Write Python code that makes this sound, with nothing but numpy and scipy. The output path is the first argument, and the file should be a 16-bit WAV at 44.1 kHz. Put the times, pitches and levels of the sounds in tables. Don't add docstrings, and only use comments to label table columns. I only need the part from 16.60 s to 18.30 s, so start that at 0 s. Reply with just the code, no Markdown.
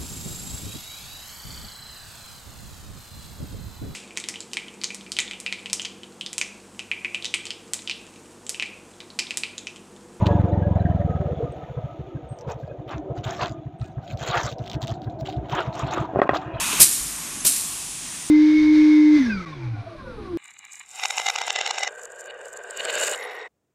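import sys
import numpy as np
from scipy import signal
from scipy.fft import rfft, irfft
from scipy.io import wavfile
from scipy.ndimage import uniform_filter1d

SR = 44100
rng = np.random.default_rng(int(sys.argv[2]) if len(sys.argv) > 2 else 0)


def gain_from_db(level_db):
    decades = np.asarray(level_db, float) / 20
    return 10 ** decades


def pcm_store(signal):
    levels = np.round(np.clip(np.atleast_2d(signal), -1, 1) * 32767)
    wavfile.write(sys.argv[1], SR, levels.astype(np.int16).T)


N = 74970
GAIN_DROPS_S = 0.191


def level(x, db):
    return x * gain_from_db(db) / np.sqrt(np.mean(x ** 2))


def walk(rate_hz):
    hold = max(int(SR / rate_hz), 2)
    steps = np.repeat(rng.standard_normal(N // 2 + 1)[:N // hold + 1], hold)
    smooth = uniform_filter1d(uniform_filter1d(steps, hold), hold)
    return 1.22 * smooth[:N]


def hiss(colour, peaks=(), flicker_db=0., flicker_hz=10.):
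    hz = np.arange(N // 2 + 1) * SR / N + 1
    colour_hz, colour_db = np.array(colour, float).T
    power = gain_from_db(np.interp(np.log(hz), np.log(colour_hz), colour_db)) ** 2
    power = power * (hz > .7 * colour_hz[0])
    boost = 1
    for centre, width, db in peaks:
        boost = boost + 4 * gain_from_db(db) ** 2 / (1 + (2 * (hz - centre) / width) ** 2)
    spectrum = rfft(rng.standard_normal(N)) * np.sqrt(power * boost)
    octave = np.log2(hz / 30)
    total = 0
    for k in range(11):
        band = irfft(spectrum * np.clip(1 - abs(octave - k), 0, 1), N)
        total = total + band * gain_from_db(flicker_db * walk(flicker_hz))
    return level(total, 0)


def puff(start_s, rise_s, hold_s, t60_s):
    t = np.arange(N) / SR - start_s
    rise = np.sin(np.pi / 2 * np.clip(t / rise_s, 0, 1)) ** 2
    return rise * gain_from_db(-60 * np.maximum(t - rise_s - hold_s, 0) / t60_s)


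def ring(start_s, hz, t60_s):
    t = np.maximum(np.arange(N) / SR - start_s, 0)
    return np.sin(2 * np.pi * hz * t) * gain_from_db(-60 * t / t60_s) * (1 - np.exp(-t / 0.0023))


# pitch in Hz, level in dB per Hz.
SHOP_COLOUR = [(15, -30), (25, -7), (145, -8), (168, -6), (252, -5), (479, -16), (630, -16), (1700, -11),
               (2000, -10.5), (2600, -13), (4400, -120)]
# pitch in Hz, width in Hz, level in dB.
DRONE_PEAKS = [(163, 17, -4), (301, 41, -4), (1077, 200, -1)]


def shop_hum():
    t = np.arange(N) / SR
    db = -44.5 - 3.5 * (t - 1.5)
    db = db - 3 * (t < GAIN_DROPS_S)
    return gain_from_db(db) * hiss(SHOP_COLOUR, DRONE_PEAKS, flicker_db=1.63, flicker_hz=9.7)


# pitch in Hz, level in dB per Hz.
LEAK_COLOUR = [(880, -13), (1500, -35.5), (1710, -21.5), (2540, -6.5), (4590, -9), (6690, -2), (9480, -2),
               (10900, -16), (14200, -19)]


def leak():
    return gain_from_db(-34) * hiss(LEAK_COLOUR, flicker_db=0.27, flicker_hz=13.7)


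# time in seconds, level in dB.
WHISTLE_LEVELS = [(0, -43), (.2, -41.5), (.23, -56), (.5, -51), (.65, -44.5), (.84, -41), (.87, -54),
                  (1.08, -50), (1.17, -44), (1.36, -41), (1.46, -47), (1.56, -44), (1.7, -50)]


def whistle():
    t = np.arange(N) / SR
    rest_hz, extra_hz, fall_per_s = 3172, 10250, .3305
    waver_hz, flutter_db = 14, 1.5
    hz = rest_hz + extra_hz * np.exp(-fall_per_s * t) + waver_hz * walk(60)
    db = np.interp(t, *np.array(WHISTLE_LEVELS, float).T) + flutter_db * walk(25)
    return gain_from_db(db) * np.sqrt(2) * np.sin(2 * np.pi * np.cumsum(hz) / SR)


# pitch in Hz, width in Hz, level in dB.
HOSE_PEAKS = [(977, 100, 8.5), (1150, 180, 4.5), (1320, 220, 1.5), (2540, 130, 2.5), (2730, 200, -4),
              (3640, 500, -8.5), (6450, 240, 3.5), (9800, 460, -3.5)]


def inflow():
    stops_s = .2
    colour = [(750, -23), (1500, -18.5), (3000, -12), (5800, -19.5), (8500, -16), (11000, -15), (14000, -28)]
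    air = hiss(colour, HOSE_PEAKS, flicker_db=0.73, flicker_hz=52)
    flow = puff(-1, 0.494, .5 + stops_s, t60_s=0.22)
    return gain_from_db(-27) * flow * air


# start in seconds, level in dB, pitch in Hz, 60 dB decay in seconds.
FRAME_KNOCKS = [(0.062, -34, 268, 0.074), (0.129, -26.5, 420, 0.059), (0.227, -20.5, 160, 0.04),
                (0.261, -35, 340, 0.1), (.405, -35, 50, 0.48), (0.45, -31, 147, 0.065),
                (.803, -22, 6350, 0.045), (.806, -27, 7200, .03), (.62, -45, 90, .2),
                (.885, -35.5, 278, 0.25), (1.134, -43, 61, 0.23)]


def knocks():
    return sum(gain_from_db(db) * ring(start_s, hz, t60_s) for start_s, db, hz, t60_s in FRAME_KNOCKS)


# pitch in Hz, level in dB, 60 dB decay in seconds.
VALVE_MODES = [(70.6, -2.5, 0.072), (160, 8, 0.043), (344, 4.5, 0.064), (517, 2.5, 0.049),
               (632.5, -0.5, .1)]


def valve_clack(start_s, shift):
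    return sum(gain_from_db(db) * ring(start_s + 0.00305, hz * shift, t60_s) for hz, db, t60_s in VALVE_MODES)


# opening time in seconds, level in dB, spit in dB, bleed in dB, hold in seconds.
EXHAUSTS = [
    (0.194, -6, -2.5, -11.5, 0.0082),
    (.844, -16, 0.5, -3.5, 0.0071),
]
# pitch in Hz, width in Hz, level in dB.
SILENCER_PEAKS = [(3980, 260, -7.5), (7220, 160, 1.5), (8420, 87, 0), (8610, 67, -2), (9800, 460, -4.5),
                  (11160, 180, -2.5), (13400, 340, -6)]
# pitch factor of silencer and valve, clack level in dB, lift around 13 kHz in dB.
PITCH_SHIFTS = [1., 1.048]
CLACK_LEVELS = [-26, -33]
TOP_LIFTS = [3.5, 0]
# pitch in Hz, level in dB per Hz.
SPIT_COLOUR = [(470, -67), (800, -21), (5170, -10), (5830, -7.5), (10900, -3), (14200, -7.5)]
GUSH_COLOUR = [(180, -11), (300, -18), (1280, -26), (3110, -11), (3380, -22), (3900, -10.5), (5750, -7.5),
               (9640, -2.5), (14200, -17.5)]
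BLEED_COLOUR = [(880, -39), (1500, -16), (2070, -15), (5140, -4.5), (5760, -5), (9390, 1), (14200, -13.5)]


def jets():
    out = 0
    settings = zip(EXHAUSTS, PITCH_SHIFTS, CLACK_LEVELS, TOP_LIFTS)
    for (start_s, db, spit_db, bleed_db, hold_s), shift, clack_db, lift_db in settings:
        peaks = [(hz * shift, width, peak_db) for hz, width, peak_db in SILENCER_PEAKS]
        peaks.append((13000, 4200, lift_db - 6))
        late_s, rise_s = start_s + .011, .012
        spit = gain_from_db(spit_db) * puff(start_s, 0.0094, 0.0082, t60_s=0.13) * hiss(SPIT_COLOUR)
        gush = puff(late_s, rise_s, hold_s, t60_s=.13) * hiss(GUSH_COLOUR, peaks, 0.3, 150)
        bleed = puff(late_s, rise_s, hold_s, t60_s=1.054) * hiss(BLEED_COLOUR, peaks, 0.66, 23.2)
        turbulence_db = 1.5 * walk(700)
        air = gain_from_db(db + turbulence_db) * (spit + gush + gain_from_db(bleed_db) * bleed)
        out = out + air + gain_from_db(clack_db) * valve_clack(start_s, shift)
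    return out


def room(x):
    t = np.arange(SR) / SR
    noise = rng.standard_normal(SR)
    low = signal.lfilter(*signal.butter(2, 6000, fs=SR), noise)
    low_t60_s, treble_t60_s = 1, 0.52
    tail = low * gain_from_db(-60 * t / low_t60_s) + (noise - low) * gain_from_db(-60 * t / treble_t60_s)
    tail = tail * (t > .006)
    return gain_from_db(-18) * signal.fftconvolve(x, tail / np.sqrt(np.sum(tail ** 2)))[:N]


def phone_gain():
    t = np.arange(N) / SR
    settle_s = 0.016
    return gain_from_db(5.5 * np.exp(-np.maximum(t - GAIN_DROPS_S, 0) / settle_s))


def scene():
    background = phone_gain() * (shop_hum() + leak())
    near = knocks() + jets()
    mono = background + whistle() + inflow() + near + room(near)
    return np.array([mono, mono])


def top_cut(x):
    return signal.sosfilt(signal.butter(12, 14750, fs=SR, output="sos"), x)


def record(dry):
    clipped = np.clip(dry, -.95, .95)
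    low_pass = signal.ellip(14, .2, 95, 14120, fs=SR, output="sos")
    finished = np.clip(signal.sosfilt(low_pass, clipped), -1, 1)
    return top_cut(finished)


dry = scene()
out = record(dry)
pcm_store(out)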